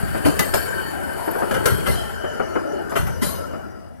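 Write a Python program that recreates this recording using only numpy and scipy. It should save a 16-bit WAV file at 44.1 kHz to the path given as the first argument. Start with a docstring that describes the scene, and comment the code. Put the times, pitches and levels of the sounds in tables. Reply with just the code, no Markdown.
"""A pickup truck on small steel guide wheels rolls past along a railway track and away towards a bridge.
Engine pulses and tyres rumble; the rough rail drives a roar, a hiss and the wheels' resonant modes.
Impacts at rail joints clank and ring, the chassis knocks and booms, loose gear rattles, and the wheels
squeal and grind. The truck is to the left of two microphone ports, nearly opposed in phase in the bass."""
import sys
import numpy as np
from scipy import signal
from scipy.fft import rfft, irfft, next_fast_len
from scipy.io import wavfile
from scipy.ndimage import uniform_filter1d, map_coordinates

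SR = 44100
rng = np.random.default_rng(int(sys.argv[2]) if len(sys.argv) > 2 else 0)


def inscribe(sig):
    """Save sig as 16-bit PCM at rate SR to the path in sys.argv[1].

    A 1-D sig is mono; a 2-D sig holds one channel per row.
    Samples are clipped to [-1, 1] before scaling.
    """
    pcm = np.round(np.clip(np.atleast_2d(sig).T, -1, 1) * 32767)
    wavfile.write(sys.argv[1], SR, pcm.astype(np.int16))


N = 176400
TIME = np.arange(N) / SR
CONTACT_S, SWELL_DB = 0.0027, 3.8  # hold of an impact; depth of a mode's random swells


def amp(db):
    """Decibels as an amplitude ratio."""
    return 10 ** (np.asarray(db) / 20)

def unit(x):
    """Normalisation to an rms of 1."""
    return x / np.sqrt(np.mean(x ** 2) + 1e-20)

def along(points, hz):
    """Interpolation on a logarithmic frequency axis."""
    f, values = np.transpose(points)
    return np.interp(np.log(hz + 1), np.log(f + 1), values)

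def curve(rows):
    """Linear interpolation in time."""
    return np.interp(TIME, *np.transpose(rows))

def wobble(rate):
    """Smooth random modulation with rate knots a second."""
    coarse = TIME[::16]
    knots = rng.standard_normal(len(coarse))
    return np.interp(TIME, coarse, map_coordinates(knots, [coarse * rate + 2], order=2))

def flutter(rate, depth_db):
    """Random amplitude modulation of rms 1."""
    return unit(amp(depth_db * wobble(rate)))

def filtered(x, response):
    """Linear filtering by a complex frequency response."""
    size = next_fast_len(N + SR // 2)
    return irfft(rfft(x, size) * response(np.fft.rfftfreq(size, 1 / SR)), size)[..., :N]

def noise(spectrum, patchy_db=0):
    """Two uncorrelated coloured noises; patchy_db adds narrow resonances that come and go."""
    frames = signal.stft(rng.standard_normal((2, N)), nperseg=1024)[2]
    patches = uniform_filter1d(rng.standard_normal(frames.shape[1:]), size=2, axis=0)
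    patches = uniform_filter1d(patches, size=16, axis=1)
    pair = signal.istft(frames * amp(patchy_db * unit(patches)), nperseg=1024)[1][:, :N]
    return unit(filtered(pair, lambda hz: amp(along(spectrum, hz))))

def mode(hz, width_hz):
    """A randomly driven resonance: narrow-band noise over two paths."""
    sway = np.array([wobble(1.3 * width_hz) + 1j * wobble(1.3 * width_hz) for _ in range(2)])
    carrier = np.exp(2j * np.pi * np.cumsum(hz * np.ones(N)) / SR)
    return unit((sway * carrier).real)

def tone(hz, drift_hz):
    """A partial under random frequency modulation, with its own phase in each of two paths."""
    phase = 2 * np.pi * np.cumsum(hz + drift_hz * wobble(60)) / SR
    return np.sqrt(2) * np.sin(phase + rng.uniform(0, 2 * np.pi, (2, 1)))

def blow(start_s, rise_s, t60_s):
    """Envelope of a damped impact: linear rise, short hold, exponential decay."""
    age = TIME - start_s
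    attack = np.clip(age / max(rise_s, 1e-4), 0, 1)
    return attack * amp(-60 * np.maximum(age - rise_s - CONTACT_S, 0) / t60_s)

def swell(peak_s, half_s):
    """Symmetric envelope, 12 dB down at half_s either side of its peak."""
    return 1 / (1 + ((TIME - peak_s) / half_s) ** 2) ** 2


# Loudness of engine and tyres. Each row: time in seconds, level in dB.
ENGINE_LEVEL = [(0, -26), (.7, -30), (1.4, -35), (2.8, -34), (3.3, -29), (4, -39)]
# Exhaust spectrum. Each row: frequency in Hz, relative level in dB.
EXHAUST_SPECTRUM = [(26, -46), (42, -14), (85, 1), (130, -11), (200, -5), (1000, -52.5)]
def engine(firing_hz=85.7, pulse_db=-18.5):
    """Source and filter: the exhaust shapes uneven firing pulses, over the deep rumble of the tyres."""
    firings = np.cumsum(firing_hz * (1 + 0.058 * wobble(5.4))) / SR
    pulses = np.diff(np.floor(firings), prepend=0) * flutter(90, depth_db=5)
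    note = unit(filtered(pulses - pulses.mean(), lambda hz: amp(along(EXHAUST_SPECTRUM, hz))))
    return amp(curve(ENGINE_LEVEL)) * unit(noise(EXHAUST_SPECTRUM) + amp(pulse_db) * note)


# Loudness of the roar. Each row: time in seconds, level in dB.
ROAR_LEVEL = [(0, -27.5), (.95, -28), (1.7, -24.5), (2.15, -29), (2.65, -26), (3.1, -31.5), (3.6, -33),
              (4, -43)]
# Its spectrum. Each row: frequency in Hz, relative level in dB.
ROAR_SPECTRUM = [(60, -73), (190, -6.5), (365, 3), (700, -3), (1100, -9), (1900, -18), (2500, -30.5),
                 (3700, -45), (8000, -71)]
def rolling_roar():
    """Forced vibration: the rough rail shakes the truck over a broad band."""
    return amp(curve(ROAR_LEVEL)) * noise(ROAR_SPECTRUM, patchy_db=4)


# Loudness of the singing. Each row: time in seconds, level in dB.
SING_LEVEL = [(0, -33), (.72, -27.5), (1.12, -33.5), (1.6, -31.5), (2.55, -33.5), (2.75, -36),
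              (3.45, -37.5), (4, -58)]
# Wheel modes. Each row: frequency in Hz, relative level in dB, dB per second as the truck turns away.
WHEEL_MODES = [(674, -13, 1.5), (1417, -10, 3.34), (1587, 2.5, -1), (1798, -7.5, 0), (3038, -14, 0.75),
               (4547, -12, -3.5), (5177, -26.5, 4), (6060, -36, 6.5), (7120, -15, -2)]
def wheel_singing(sag_per_s=0.012):
    """Resonance: the rail excites each wheel mode, whose pitch sinks as the truck recedes."""
    modes = 0
    for hz, db, slope in WHEEL_MODES:
        width_hz = 55 + .034 * hz  # rail contact damps the higher modes more
        ring = mode(hz * (1 - sag_per_s * TIME), width_hz)
        modes += amp(db + slope * TIME) * ring * flutter(20, SWELL_DB)
    return amp(curve(SING_LEVEL)) * unit(modes)


# Loudness of the hiss. Each row: time in seconds, level in dB.
HISS_LEVEL = [(0, -33), (.65, -31.5), (1.08, -36), (1.8, -32.5), (2.3, -44), (3.4, -50.5), (4, -61)]
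# Spectra of the hiss and its finest sizzle. Each row: frequency in Hz, relative level in dB.
HISS_SPECTRUM = [(1500, 8), (2600, 0), (3700, -10.5), (4700, -6.5), (6100, -15), (8200, 0), (11500, 3),
                 (12800, -1.5), (15500, -47)]
SIZZLE_SPECTRUM = [(9000, -32), (13500, 2)]
def flange_hiss(grit_per_s=90):
    """Friction noise: steel slides on steel, and grit on the rail modulates the hiss."""
    level_db = curve(HISS_LEVEL)
    hiss = amp(level_db) * noise(HISS_SPECTRUM, patchy_db=3) * flutter(grit_per_s, depth_db=1.5)
    sizzle = amp(10.5 + 1.75 * level_db) * noise(SIZZLE_SPECTRUM)  # fades faster with distance
    return hiss + sizzle


# Drops of the suspension. Each row: start in seconds, level in dB.
SPRING_THUMPS = [(.03, -20), (1.51, -20.5), (1.708, -21), (1.878, -18.5), (2.988, -20)]
# Their spectrum. Each row: frequency in Hz, relative level in dB.
SPRING_SPECTRUM = [(28, -43), (55, -3.5), (105, -7.5), (200, -10), (600, -84)]
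def suspension_thumps():
    """Damped vibration: the springs take a drop with a deep, slowly dying thump."""
    envelope = sum(amp(db) * blow(start, rise_s=0.0037, t60_s=0.77) for start, db in SPRING_THUMPS)
    return envelope * noise(SPRING_SPECTRUM)


# Knocks in the frame. Each row: start in seconds, level in dB.
FRAME_KNOCKS = [(0.144, -18), (1.275, -18.5), (1.347, -18), (1.419, -15.5), (2.238, -18.5), (2.395, -14),
                (2.553, -14), (2.916, -19), (3.531, -24)]
# Their spectrum. Each row: frequency in Hz, relative level in dB.
FRAME_SPECTRUM = [(60, -10.5), (240, 1.5), (620, 3), (1000, -8.5), (1400, -3.5), (2600, -28), (16000, -108)]
def chassis_knocks():
    """Soft impact: a slow contact carries little treble, so the frame sounds dull and hollow."""
    envelope = sum(amp(db) * blow(start, rise_s=.005, t60_s=.16) for start, db in FRAME_KNOCKS)
    return envelope * noise(FRAME_SPECTRUM)


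# Wheel impacts. Each row: start and rise in seconds, then body, clank and crash levels in dB.
JOINT_IMPACTS = [(0.245, 0.016, -9.5, -17.5, -25.5), (0.392, 0.00042, -17, -19, -18),
                 (0.536, 0.0047, -13.5, -21, -19), (1.509, 0.003, -13, -23, -30.5),
                 (1.541, 0.0023, -24, -26, -33), (1.656, 0.002, -11.5, -19.5, -16.5),
                 (1.856, 0.02, -14.5, -20, -25.5), (2.953, 0.013, -15, -16, -28),
                 (3.067, 0.0028, -24.5, -30, -41.5), (3.213, 0.019, -26.5, -25.5, -22.5)]
# Spectra of truck body, wheel clank and steel crash. Each row: frequency in Hz, relative level in dB.
BODY_SPECTRUM = [(40, -36), (110, 4), (210, -5), (520, -1.5), (700, -4), (3000, -60)]
CLANK_SPECTRUM = [(400, -25), (900, -2), (1400, 7.5), (2000, 0), (2500, -13), (3050, -3.5), (8000, -101)]
CRASH_SPECTRUM = [(1500, 10), (2600, -4.5), (4700, -0.5), (6200, -2.5), (8600, 0.5), (11200, 6),
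                  (12600, 2.5), (15500, -33)]
# Modes of struck steel. Each row: frequency in Hz, relative level in dB.
STEEL_MODES = [(3120, 3.5), (4420, -1.5), (8554, 11), (11150, 2), (11515, 13), (12720, 10)]
def rail_joints(tail_db=-7, ring_db=-8.5, snap_db=4.5):
    """Impact excitation: a wheel drops into a gap; the body booms, the wheel clanks and steel rings."""
    body, clank, crash, ring, snap = np.zeros((5, N))
    for start, rise_s, body_db, clank_db, crash_db in JOINT_IMPACTS:
        body += amp(body_db) * blow(start, rise_s + 0.0023, t60_s=0.23)
        clank += amp(clank_db) * blow(start, rise_s / 2, t60_s=0.23)
        scrape = blow(start, rise_s, t60_s=0.075 + 14 * rise_s)  # a slow contact scrapes on
        crash += amp(crash_db) * (scrape + amp(tail_db) * blow(start, rise_s, t60_s=0.52))
        ring += amp(crash_db + ring_db) * blow(start, rise_s, t60_s=0.59)
        sharpness = np.exp(-rise_s / CONTACT_S)  # a quick contact snaps
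        snap += amp(crash_db + snap_db) * sharpness * blow(start + rise_s / 2, 0, t60_s=0.06)
    steel = unit(sum(amp(db) * mode(hz, width_hz=45) for hz, db in STEEL_MODES))
    low = body * noise(BODY_SPECTRUM, patchy_db=5.5) + clank * noise(CLANK_SPECTRUM, patchy_db=5)
    bright = (crash + rattle_envelope()) * noise(CRASH_SPECTRUM, patchy_db=7)
    return low + bright + snap * rng.standard_normal((2, N)) + ring * steel


# Squeals. Each row: peak time and half-width in seconds, frequency in Hz, level in dB.
WHEEL_SQUEALS = [(0.686, 0.023, 1512, -29), (0.786, 0.037, 1552, -24.5), (1.041, 0.026, 1542, -22.5),
                 (1.31, 0.14, 11500, -36), (3.3, 0.074, 11946, -31)]
def wheel_squeals():
    """Single-mode resonance: one mode of a wheel swells briefly into a nearly pure tone."""
    return sum(amp(db) * swell(peak, half) * tone(hz, drift_hz=18.5) * flutter(88.8, SWELL_DB)
               for peak, half, hz, db in WHEEL_SQUEALS)


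# Grinds. Each row: peak time and half-width in seconds, frequency and bandwidth in Hz,
# glide in Hz per second, level in dB.
FLANGE_GRINDS = [(1.34, 0.38, 806.5, 421, -150, -27), (2.103, 0.46, 3090, 210.3, -330, -40)]
def flange_grinds():
    """Sliding friction: a flange rubs the rail in a rough band of noise that sinks in pitch."""
    sound = 0
    for peak, half, hz, width_hz, glide, db in FLANGE_GRINDS:
        band = mode(hz + glide * (TIME - peak), width_hz)
        sound += amp(db) * swell(peak, half) * band * flutter(20, SWELL_DB)
    return sound


# Booms. Each row: start in seconds, frequency in Hz, level in dB, 60 dB decay time in seconds.
PANEL_BOOMS = [(1.273, 345, -18, .17), (1.717, 115, -9, 0.065), (2.958, 388, -19, 0.13),
               (2.985, 106, -23.5, 0.55), (3.217, 245.7, -13, 0.043), (3.262, 172, -21, 0.081)]
def panel_booms():
    """Free vibration: each body panel rings down at its natural frequency."""
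    return sum(amp(db) * blow(start, .007, t60_s) * tone(hz, drift_hz=18.02)
               for start, hz, db, t60_s in PANEL_BOOMS)


# Rattles of the load. Each row: start in seconds, level in dB.
GEAR_RATTLES = [(1.909, -32), (2.894, -37.5), (3.26, -38.5)]
def rattle_envelope():
    """Exponential decay: loose gear shakes on after a joint and prolongs the crash of steel."""
    return sum(amp(db) * blow(start, rise_s=0.0022, t60_s=1) for start, db in GEAR_RATTLES)


# Level difference of the ports. Each row: frequency in Hz, left over right in dB.
PORT_BALANCE = [(200, 3), (750, 4.5), (1250, 9), (2300, 5), (3000, 0), (6300, 2.5), (8200, 7.5),
                (11000, 23), (15000, 20)]
# Their likeness. Each row: frequency in Hz, coherence from 0 to 1.
PORT_COHERENCE = [(30, 0.78), (90, 0.93), (400, 0.96), (1100, 0.57), (3000, 0.27), (6000, 0.03)]
# Their phase difference. Each row: frequency in Hz, lead of the left in radians.
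PORT_LEAD = [(100, -3), (450, -2.5), (850, -2.5), (1200, -2), (1550, 2.5), (2100, 1), (3000, 1.2)]
def microphone_ports(pair):
    """Partial coherence: the left hears one path; the right, a weaker, phase-shifted mix of both."""
    def right(hz):
        coherence = np.clip(along(PORT_COHERENCE, hz), 0, 1)
        shared = coherence * np.exp(-1j * along(PORT_LEAD, hz))
        return amp(-along(PORT_BALANCE, hz)) * np.array([shared, np.sqrt(1 - coherence ** 2)])
    return np.array([pair[0], filtered(pair, right).sum(axis=0)])


def scene():
    """Superposition: all the truck's sounds add and arrive from the same side."""
    rolling = engine() + rolling_roar() + wheel_singing() + flange_hiss()
    impacts = suspension_thumps() + chassis_knocks() + rail_joints()
    return microphone_ports(rolling + impacts + wheel_squeals() + flange_grinds() + panel_booms())


def record(dry, top_hz=15900):
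    """Saturation and band limiting: peaks round off at full scale and nothing passes above top_hz."""
    limited = dry / (1 + dry ** 6) ** (1 / 6)
    return filtered(limited, lambda hz: hz < top_hz)


dry = scene()
out = record(dry)
inscribe(out)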